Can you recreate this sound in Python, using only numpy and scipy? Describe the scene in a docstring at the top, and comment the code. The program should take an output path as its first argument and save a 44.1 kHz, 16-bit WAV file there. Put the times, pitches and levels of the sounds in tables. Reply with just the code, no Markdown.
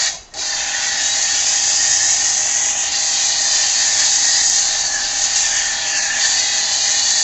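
"""Pressure washer spraying foam on a car

An electric washer sprays a car in a yard; early on the trigger is let go briefly, then squeezed again.
The jet is bands of noise that sputter, glide and echo off the car as the lance sweeps along the panels.
Random clicks make drops spatter on the car, and single hard drops ping as short tones.
The motor and pump whine as tones tied to the shaft, over housing noise, mains hum and a gusty yard.
"""
import sys
import numpy as np
from scipy import signal
from scipy.fft import rfft, irfft, next_fast_len
from scipy.io import wavfile
from scipy.ndimage import uniform_filter1d, map_coordinates

SR = 44100
rng = np.random.default_rng(int(sys.argv[2]) if len(sys.argv) > 2 else 0)


def master(y):
    """Save y as 16-bit WAV."""
    cut = np.clip(np.atleast_2d(y).T, -1, 1)
    pcm = np.round(cut * 32767)  # scale
    wavfile.write(sys.argv[1], SR, pcm.astype(np.int16))


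N = 318843  # length in samples

# In every spectrum table, shape_db is only a shape: the noise is then scaled to rms 1.
# The slowly changing band levels are set before a small fixed trim where they are played.

# the running jet briefly surges, or dips where rise_db is negative: time_s, length_s, rise_db
SURGES_AND_DIPS = [(1.1, 0.052, -1), (3.33, 0.079, 1), (3.56, 0.074, 1.5), (4.0, 0.011, 2.5),
                   (4.35, 0.05, 1), (4.585, 0.0059, 2.5), (5.362, 0.0049, 3)]


def spray():
    """The turbulent jet sputters as air and soap mix, and its drops strike the car."""
    sputter = amp(0.45 * wobble(25) + 0.28 * wobble(140) + 0.28 * wobble(900))
    jet = jet_body() + resonances() + cavities() + sizzle()
    sound = jet * sputter + spatter()
    return notched(amp(swells(SURGES_AND_DIPS)) * sound, width_hz=440)


# shapes of the hollow, splash and hiss bands and of the dull roar: pitch_hz, shape_db (dB per Hz)
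HOLLOW_SHAPE = [(500, -43.5), (900, -10.5), (1300, -18), (1470, -12.5), (1750, 3), (2000, 1.5),
                (2250, -15.5), (3000, -36.5)]
SPLASH_SHAPE = [(1200, -26), (2100, -1.5), (2600, 3.5), (3400, 4), (3900, 2), (5000, -21)]
HISS_SHAPE = [(2600, -27), (3300, -15), (3750, -6), (4050, -4), (4300, -1), (4550, -1), (4900, -2),
              (5250, -7), (6500, -33.5)]
ROAR_SHAPE = [(800, -12), (1000, 0), (1270, -3), (1550, 1.5), (2500, -2.5), (5000, -22.5)]
ROAR_DB = -38
# loudness of the splash band while the jet runs: time_s, level_db
SPLASH_LEVEL = [(0.5, -32.5), (0.62, -30), (1.71, -29.5), (2.46, -32.5), (2.87, -30.5), (3.11, -35),
                (3.22, -30.5), (3.5, -34), (3.65, -29), (4.36, -32.5), (4.92, -35), (5.48, -28.5),
                (5.7, -31), (5.82, -29), (6.12, -27.5), (6.82, -33), (7.2, -30.5)]
# the splash on the panels returns slowest; drops in flight keep splashing after the release
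SPLASH_FILL_S, FLIGHT_S = 0.056, 0.039
HOLLOW_CENTRE_HZ, HISS_CENTRE_HZ = 1820, 4607


def jet_body():
    """Turbulent noise bands; longer waves pick up shifting reflections, while the roar stays plain."""
    hollow = jet_band(HOLLOW_SHAPE, hollow_level() - 2.0)
    hollow = shifted(hollow, low_pitch() - HOLLOW_CENTRE_HZ)
    splash_db = curves(SPLASH_LEVEL)[0] + valve(FOAM_LACK_DB, SPLASH_FILL_S, EMPTY_DB, FLIGHT_S)
    splash = jet_band(SPLASH_SHAPE, splash_db + 0.4)
    hiss = jet_band(HISS_SHAPE, hiss_level() - 1.0)
    hiss = shifted(hiss, high_ring_curves()[0] - HISS_CENTRE_HZ)
    roar = jet_band(ROAR_SHAPE, ROAR_DB + foam_flow())
    return reflected(hollow + splash + hiss, sway=0.03) + roar


def jet_band(spectrum, db):
    """One coloured noise band of the jet, its level unsteady like the turbulent flow."""
    return amp(db + 0.66 * wobble(18)) * noise(spectrum)


# loudness of the hollow band, which changes with the jet's aim: time_s, level_db
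HOLLOW_LEVEL = [(0.04, -31), (0.12, -37), (0.5, -33.5), (0.53, -28), (0.95, -27), (1.43, -31.5),
                (2.08, -29), (2.14, -31.5), (2.33, -31.5), (2.35, -32), (3.19, -34.5), (3.99, -26.5),
                (4.03, -23), (4.05, -29.5), (4.38, -27), (4.49, -33.5), (4.88, -31.5), (4.97, -28),
                (5.08, -32.5), (5.43, -32), (5.58, -26), (5.84, -28), (6.25, -23.5), (6.26, -26.5),
                (6.6, -29), (6.81, -34), (6.84, -30), (7.2, -29.5)]


def hollow_level():
    """Hollow band level in dB, following the aim and the foamy flow."""
    return curves(HOLLOW_LEVEL)[0] + foam_flow()


# loudness of the hiss band: time_s, level_db
HISS_LEVEL = [(0.07, -24), (0.13, -27), (0.34, -24), (0.52, -24), (0.72, -29.5), (0.86, -24), (1.8, -22),
              (2.3, -24.5), (2.75, -32.5), (2.89, -27), (2.96, -24), (3.25, -22.5), (3.48, -22),
              (3.7, -21.5), (4.0, -20.5), (4.4, -20), (4.7, -22), (4.97, -26.5), (5.04, -21), (5.12, -25.5),
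              (5.38, -22), (5.62, -27), (5.8, -25), (6.02, -24), (6.12, -29), (6.185, -30), (6.205, -20.5),
              (6.55, -22), (6.72, -21.5), (7.07, -20), (7.2, -21)]


def hiss_level():
    """Hiss band level in dB, following its table and the quickly recovering treble."""
    return curves(HISS_LEVEL)[0] + valve(TREBLE_LACK_DB, TREBLE_FILL_S, EMPTY_DB)


# loudness of the top sizzle as the lance is swept about: time_s, level_db
SIZZLE_LEVEL = [(0.5, -23.5), (0.78, -22.5), (0.89, -20), (0.95, -23), (1.04, -18), (1.94, -16),
                (2.78, -17.5), (2.81, -18.5), (2.89, -23), (3.02, -18.5), (3.82, -17.5), (3.99, -15.5),
                (4.55, -16), (4.59, -14.5), (4.64, -19.5), (5.09, -22.5), (5.22, -16.5), (5.33, -20.5),
                (5.37, -15), (5.39, -17), (5.72, -20), (5.76, -23), (6.04, -19.5), (6.1, -22), (6.28, -16),
                (6.6, -21.5), (6.99, -16.5), (7.2, -16.5)]
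DRIBBLE_DB, MIST_S = -26.5, 0.016  # floor in the pause; extra time the fine mist sizzles


def sizzle_level():
    """Top sizzle level in dB; the mist lingers, then the flow sinks to a dribble."""
    return curves(SIZZLE_LEVEL)[0] + valve(TREBLE_LACK_DB, TREBLE_FILL_S, DRIBBLE_DB, MIST_S)


# the low resonance as the lance turns: time_s, pitch_hz
LOW_RING = [(0.05, 1880), (0.5, 1800), (0.95, 1810), (1.5, 1845), (2.1, 1875), (2.6, 1900), (3.8, 1820),
            (4.45, 1845), (5, 1715), (5.3, 1820), (5.65, 1790), (6.05, 1750), (6.25, 1790), (6.55, 1830),
            (7.2, 1835)]


def low_pitch():
    """Pitch of the jet's low resonance in Hz, which also carries the hollow band."""
    return curves(LOW_RING)[0]


# the high resonance follows the aim: time_s, pitch_hz, level_db (relative to the hiss)
HIGH_RING = [(0.45, 4580, -10.5), (0.75, 4720, -7), (1.05, 4563, -7), (1.8, 4845, -6), (2.2, 4879, -12),
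             (2.55, 5000, -10), (2.85, 4877, -19), (2.97, 4536, 1), (3.2, 4520, -14), (3.6, 4703, -7.5),
             (4.05, 4597, -5.5), (4.36, 4728, -12), (4.72, 4510, -11), (4.95, 4670, -6.5), (5.4, 4617, -8),
             (5.65, 4528, 1), (5.8, 4546, -3.5), (6.03, 4550, -2), (6.3, 4560, -1), (6.63, 4497, -6),
             (7.2, 4523, -4)]


def high_ring_curves():
    """Pitch in Hz, which also carries the hiss band, and relative level in dB of the high resonance."""
    return curves(HIGH_RING)


WANDER_HZ = 40.2  # scale of the high resonance's random drift


def resonances():
    """Turbulence excites two narrow, gliding resonances with random strength and phase."""
    high_hz, whistle_db = high_ring_curves()
    low_db = hollow_level() - 6.0 + 2.3 * wobble(16)
    high_db = hiss_level() + whistle_db - 4.5 + 1.8 * wobble(15)
    low = amp(low_db) * ring(low_pitch(), flutter=100)
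    high = amp(high_db) * ring(high_hz + WANDER_HZ * wobble(9), flutter=400)
    return low + high


# recesses of the doors and the wheel ring: start_s, end_s, first_hz, last_hz, level_db (mid-pass)
CAVITIES = [(0.387, 1.1, 1490, 1480, -39), (0.523, 0.78, 2600, 2610, -36), (1.031, 1.165, 3780, 3890, -25),
            (1.212, 1.487, 1420, 1440, -43), (1.721, 1.864, 4990, 4890, -27.5),
            (2.547, 2.719, 3380, 3210, -37), (2.68, 3.0, 2844, 2830, -36),
            (2.938, 3.199, 4500, 4540, -30.5), (3.215, 3.396, 4050, 3920, -30),
            (3.461, 3.583, 4950, 4900, -27.5), (4.301, 4.418, 4860, 4900, -26.5),
            (5.468, 5.717, 1610, 1550, -39.5), (5.86, 6.187, 2740, 2510, -32),
            (5.96, 6.238, 1640, 1640, -35.5), (6.198, 6.278, 4420, 4460, -27),
            (6.748, 6.95, 3800, 3810, -35), (7.0, 7.16, 4400, 4450, -26)]


def cavities():
    """Recesses of the car ring while the jet plays on them, rising and fading as it passes."""
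    t = np.arange(N) / SR
    sound = np.zeros(N)
    for start, end, first_hz, last_hz, db in CAVITIES:
        u = np.clip((t - start) / (end - start), 0, 1)
        swell = 2 * np.sqrt(u * (1 - u))
        sound += amp(db) * swell * ring(first_hz + u * (last_hz - first_hz), flutter=120)
    return sound


# shape of the top sizzle: pitch_hz, shape_db (dB per Hz)
SIZZLE_SHAPE = [(4000, -18.5), (5200, -9.5), (5800, -1), (6300, 3), (6900, 2), (7400, -2.5), (7750, -8.5),
                (8000, -26.5), (8300, -24.5), (8550, -57.5)]
BRIGHTEN_HZ_PER_DB = 14


def sizzle():
    """The finest spray comes from the whole fan; its noise slides up in pitch as it grows louder."""
    level_db = sizzle_level()
    band = jet_band(SIZZLE_SHAPE, level_db - 0.8 + 0.66 * wobble(50) + 0.5 * wobble(400))
    louder_db = np.clip(level_db - np.median(level_db), -6, 6)
    return shifted(band, BRIGHTEN_HZ_PER_DB * louder_db)


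# drops striking the car and the wheel: time_s, level_db (relative to the top sizzle)
SPATTER = [(1, -19.5), (2, -9.5), (3.1, -19.5), (4.3, -11), (7.2, -15.5)]


def spatter():
    """Many random drop impacts, coloured like short bright taps on the car."""
    impacts = coloured(drops(rate=1100, spread_db=8.5), [
        (1500, -31.0), (3000, -16.0), (4500, -4.5), (5400, -19.0),
        (6500, 7.5), (7400, -6.0), (8000, -7.5), (8500, -44.0)])
    return amp(sizzle_level() - 1.5 + curves(SPATTER)[0]) * impacts


def drops(rate, spread_db):
    """Random impacts, rate a second, most small and a few large, at rms 1."""
    at, chance, sign = rng.random((3, int(rate * N / SR)))
    size = amp(spread_db * np.minimum(-np.log(1 - chance), 3.3))
    return unit(np.bincount((at * N).astype(int), size * np.sign(sign - 0.5), N))


# echo paths stretch and shrink as the lance is swept: time_s, delay_factor
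SWEEP = [(0, 0.97), (1.3, 1.04), (2.7, 0.95), (3.1, 0.93), (3.9, 1.033), (4.8, 0.85), (5.3, 0.97),
         (6.1, 1.015), (7.2, 1.024)]
# delays before the sweep, scale of the nearest echo's gain, and how gain falls with delay (power)
ECHO_FIRST_MS, ECHO_LAST_MS, ECHO_GAIN, ECHO_FALL = 1.7, 13, 0.36, 0.2


def reflected(x, sway):
    """Panels and ground scatter echoes that come and go; delays follow the sweep and hand tremor."""
    n, (stretch,) = np.arange(N), curves(SWEEP)
    out = x.copy()
    for ms in np.geomspace(ECHO_FIRST_MS, ECHO_LAST_MS, 18):
        delay = ms * stretch * (1 + sway * wobble(1.5)) * SR / 1000
        gain = ECHO_GAIN * (ECHO_FIRST_MS / ms) ** ECHO_FALL * wobble(6)
        out += gain * np.interp(n - delay, n, x, left=0)

    def power(v):
        return np.abs(uniform_filter1d(v * v, size=2048)) + 1e-12

    # keep the loudness of the direct sound, so echoes change only the colour
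    return out * np.sqrt(power(x) / power(out))


# surfaces that cancel a gliding band: start_s, end_s, first_hz, last_hz, depth_db (mid-pass)
PASSES = [(0.0, 0.3, 2880, 3150, 6.5), (0.303, 0.58, 3120, 3300, 6), (0.6, 0.955, 3720, 3880, 1.5),
          (1.366, 2.05, 4340, 4200, 3), (2.2, 2.7, 3730, 4100, 1.5), (2.3, 2.928, 5330, 5540, 3.5),
          (2.62, 2.92, 4300, 4900, 4), (4.75, 5.05, 3360, 3700, 3), (5.397, 5.667, 4370, 3640, 5),
          (5.69, 5.796, 3500, 2450, 5), (5.848, 6.02, 3800, 3650, 9.5), (5.974, 6.11, 3350, 2900, 13),
          (6.07, 6.21, 3400, 4100, 0.5)]


def notched(x, width_hz):
    """Interference cuts a gliding dip into the spectrum; it deepens and fades with each pass."""
    hz, t, z = signal.stft(x, SR, nperseg=512)
    dip = np.zeros(z.shape)
    for start, end, first_hz, last_hz, depth in PASSES:
        u = np.clip((t - start) / (end - start), 0, 1)
        centre = first_hz + u * (last_hz - first_hz)
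        shape = np.exp(-((hz[:, None] - centre) / width_hz) ** 2)
        dip += depth * 2 * np.sqrt(u * (1 - u)) * shape
    return signal.istft(z * amp(-dip), SR, nperseg=512)[1][:N]


# the trigger is let go, and the valve snaps open again
RELEASE_S, SQUEEZE_S = 0.08, 0.338
# the jet starts louder, close by; it drops as the valve shuts, then dies away as the hose empties
CLOSE_BY_DB, SHUT_DROP_DB, SHUT_TAU_S, DRAIN_DB_PER_S = 4.5, 5.5, 0.013, 139.5
# after the squeeze the treble recovers quickly, the foamy lower bands slowly
TREBLE_LACK_DB, TREBLE_FILL_S = 16.5, 0.037
FOAM_LACK_DB, FOAM_FILL_S = 12.5, 0.055
EMPTY_DB = -32  # floor of the body bands in the pause


def valve(lack_db, fill_s, rest_db, linger_s=0):
    """Flow in dB: it drains after the release and builds up again after the squeeze."""
    t = np.arange(N) / SR
    shut = np.maximum(t - RELEASE_S, 0)
    first_drop = SHUT_DROP_DB * (1 - np.exp(-shut / SHUT_TAU_S))
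    draining = CLOSE_BY_DB - first_drop - DRAIN_DB_PER_S * np.maximum(shut - linger_s, 0)
    filling = -lack_db * np.exp(-(np.maximum(t - SQUEEZE_S, 0) / fill_s) ** 2)
    return np.where(t < SQUEEZE_S, np.maximum(draining, rest_db), filling)


def foam_flow():
    """Flow in dB for the foamy lower bands, which refill slowly."""
    return valve(FOAM_LACK_DB, FOAM_FILL_S, EMPTY_DB)


# single hard drops near the microphone: time_s, level_db (before the treble cut)
HARD_DROPS = [(1.9190, -10), (2.6324, -12), (2.8436, -9), (3.9279, -11), (4.0072, -11), (4.4560, -10),
              (4.4992, 2.0), (5.3597, -9), (5.5398, -10), (5.6281, -9), (5.6570, -7)]
DROP_HZ, DROP_TOP_HZ, DROP_RISE_S = 6600, 8000, 0.00025  # pitch, upper edge, rise time


def hard_drops():
    """Each hard drop is a very short, bright ping that rises at once and dies away."""
    sound = np.zeros(N)
    for s, db in HARD_DROPS:
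        since = since_start(s)
        u = since / DROP_RISE_S
        sound += amp(db) * u * np.exp(1 - u) * np.sin(2 * np.pi * DROP_HZ * since)
    return filtered(sound, lambda hz: 1 / (1 + (hz / DROP_TOP_HZ) ** 60))


# the valve spits as it closes and as it opens: time_s, level_db (at its start), fall_s (by 60 dB)
SPITS = [(0.122, -31, 0.09), (0.146, -28, 0.09), (0.339, -28.5, 0.1), (0.374, -29.5, 0.08)]


def valve_spits():
    """The closing or opening valve spits bursts of noise that die away."""
    envelope = np.zeros(N)
    for s, db, t60 in SPITS:
        since = since_start(s)
        envelope += (since > 0) * amp(db - 60 * since / t60)
    return envelope * noise([
        (600, -1.5), (1200, -20), (1900, -5.5), (3200, -16.0), (4200, -3.5),
        (4800, 2.5), (5500, -3.5), (7000, -0.5), (7700, -6.5), (8400, -35.5)])


# the pump groans and knocks: start_s, length_s, level_db (peak), first_hz, last_hz
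GROANS = [(-0.02, 0.13, -37, 695, 680), (0.11, 0.1, -41, 690, 680), (0.135, 0.035, -40, 1020, 1000),
          (0.138, 0.03, -43, 200, 130), (0.18, 0.04, -37, 55, 55), (0.265, 0.06, -50, 715, 725),
          (0.31, 0.04, -46, 1880, 1850), (0.337, 0.042, -33, 812, 808), (0.34, 0.08, -37, 645, 660),
          (0.348, 0.075, -43, 260, 480), (0.408, 0.035, -37, 1000, 1000)]


def pump_groans():
    """Pressure changes make the pump groan: rough tones that glide, swell and fade."""
    groans = np.zeros(N)
    for s, length, db, first_hz, last_hz in GROANS:
        u = np.minimum(since_start(s) / length, 1)
        angle = 2 * np.pi * np.cumsum(first_hz + u * (last_hz - first_hz)) / SR
        groans += amp(db) * np.sin(np.pi * u) * np.sin(angle + 0.8 * wobble(110))
    return groans


# the motor coasts while the trigger is released: time_s, speed_share, level_db
MOTOR = [(0, 1, -1), (0.11, 0.995, -2), (0.16, 0.98, -7), (0.21, 0.95, -13), (0.255, 0.91, -14),
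         (0.29, 0.89, -14), (0.325, 0.88, -14), (0.35, 1.01, -4), (0.42, 1.005, -2), (0.55, 1, 0)]
# tones of motor and pump: shaft_multiple, level_db (rms at full load, before wavering)
WHINE = [(3, -61.5), (5, -62), (6, -57.5), (8, -65), (9, -63.5), (13, -49.5), (15, -57), (16, -47),
         (17, -39), (18, -52), (19, -65.5), (20, -51)]
# mains hum and pump throb: pitch_hz, level_db (rms at full load, before swells and wavering)
HUM = [(72.6, -57), (100.4, -56), (300, -61.5)]
# the low hum swells: time_s, length_s, rise_db
HUM_SWELLS = [(1.9, 0.28, 6.5)]
# rough buzzes between the shaft tones: pitch_hz (at full speed), level_db (rms at full load)
BUZZ = [(630, -53.5), (695, -50.5), (785, -53), (835, -52), (935, -52)]
# rush of the motor's fan and housing: pitch_hz, shape_db (dB per Hz)
HOUSING = [(60, -7.5), (130, -11), (280, -8), (480, -13), (560, -8), (620, 0.5), (680, -1.5), (800, -0.5),
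           (1000, -9), (1200, -8.5), (2500, -14.5), (6000, -28.5)]
SHAFT_HZ = 47.46  # turns a second at full speed, before a slight random drift
UNLOADED_FADE = 0.7  # extra dB the shaft tones sink for each dB of the motor's level


def washer():
    """Shaft tones, hum and buzz over the housing's rush, which beats once in every turn."""
    t = np.arange(N) / SR
    speed, level_db = curves(MOTOR)
    angle = 2 * np.pi * np.cumsum(SHAFT_HZ * speed * (1 + 0.00076 * wobble(6.61))) / SR

    # the tones stay roughly in step, and the weaker ones waver more than the main whine
    loudest = max(db for order, db in WHINE)
    whine = np.zeros(N)
    for order, db in WHINE:
        tone = np.cos(order * angle + 0.44 * wobble(4))
        whine += amp(db + 0.2 * (loudest - db) * wobble(14)) * tone

    hum = np.zeros(N)
    swell_db = swells(HUM_SWELLS)
    for hz, db in HUM:
        tone = np.sin(2 * np.pi * hz * t + 0.5 * wobble(3.5))
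        hum += amp(db + swell_db + 1.5 * wobble(2.7)) * tone

    buzz = sum(amp(db) * ring(hz * speed, flutter=35) for hz, db in BUZZ)
    beat = 1 + 0.14 * np.cos(angle)
    rush = noise(HOUSING) * beat * amp(-40.0 + 0.6 * wobble(45))
    load = amp(UNLOADED_FADE * level_db)
    tones = np.sqrt(2) * (load * whine + hum)  # root two turns rms into peak
    return amp(level_db) * (tones + rush + buzz)


# outdoor background: pitch_hz, shape_db (dB per Hz)
YARD_SHAPE = [(20, -8.5), (80, -1.5), (200, -8.5), (700, -4), (1500, -14.5), (4000, -21), (8000, -32.5)]
# gusts on top of the steady draught: time_s, length_s, rise_db
GUSTS = [(0.45, 0.3, 6.9), (1.33, 0.24, 7.4), (3.45, 0.2, 5.7), (5.25, 1, 9.9)]
DRAUGHT_DB = -57  # between gusts


def yard():
    """A distant outdoor rush, and air moving past the microphone as a low, gusty rumble."""
    rush = amp(-50.0) * noise(YARD_SHAPE)
    air = noise([(18, 0.0), (32, -4.0), (50, -7.0), (90, -30.5)])
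    return rush + amp(DRAUGHT_DB + swells(GUSTS)) * air


def amp(db):
    """Decibels to gain."""
    return 10 ** (np.asarray(db) / 20)


def unit(x):
    """Scale to rms 1."""
    return x / np.sqrt(np.mean(x ** 2) + 1e-20)


def since_start(s):
    """Seconds since time s, zero before it."""
    return np.maximum(np.arange(N) / SR - s, 0)


def curves(rows):
    """One value per sample for each column after the time."""
    s, *cols = np.transpose(rows)
    return [np.interp(np.arange(N) / SR, s, c) for c in cols]


def swells(rows):
    """Bell-shaped rises in dB from (time, length, rise) rows; a negative rise is a dip."""
    t = np.arange(N) / SR
    return sum(db * np.exp(-((t - s) / length) ** 2) for s, length, db in rows)


def wobble(rate):
    """A smooth random curve, rate knots a second."""
    knots = rng.standard_normal(8192)
    n = np.arange(N)
    coarse = n[::8]  # every eighth sample is fine enough
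    return np.interp(n, coarse, map_coordinates(knots, [coarse * rate / SR], mode="wrap"))


def filtered(x, response):
    """x times a response of frequency."""
    m = next_fast_len(N + 8192)
    return irfft(rfft(x, m) * response(np.fft.rfftfreq(m, 1 / SR)), m)[:N]


def coloured(x, spectrum):
    """x shaped by (Hz, dB) points that fall away beyond their ends, at rms 1."""
    f, db = np.transpose(spectrum)
    f = np.r_[f[0] / 2, f, f[-1] * 2]
    db = np.r_[db[0] - 40, db, db[-1] - 40]

    def response(hz):
        return amp(np.interp(np.log(hz + 1), np.log(f), db, left=-120, right=-120))

    return unit(filtered(x, response))


def noise(spectrum):
    """Coloured noise of rms 1."""
    return coloured(rng.standard_normal(N), spectrum)


def ring(hz, flutter):
    """Turbulence in a narrow resonance: a tone of random strength and phase, rms 1."""
    angle = 2 * np.pi * np.cumsum(hz) / SR
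    return unit(wobble(flutter) * np.cos(angle) + wobble(flutter) * np.sin(angle))


def shifted(x, hz):
    """Slide a band up or down by a moving number of Hz."""
    band = signal.hilbert(x, next_fast_len(N))[:N]
    return np.real(band * np.exp(2j * np.pi * np.cumsum(hz) / SR))


def scene():
    """Everything at one microphone."""
    return (spray() + hard_drops() + valve_spits() + pump_groans() + washer() + yard())[None]


INPUT_TOP_HZ, TOP_HZ = 8600, 15700  # treble limits before and after clipping


def record(dry):
    """The input is band-limited, peaks beyond full scale are clipped, and the top is cut again."""
    held = np.clip(filtered(dry[0], lambda hz: hz < INPUT_TOP_HZ), -1, 1)
    return filtered(held, lambda hz: hz < TOP_HZ)[None]


dry = scene()
out = record(dry)
master(out)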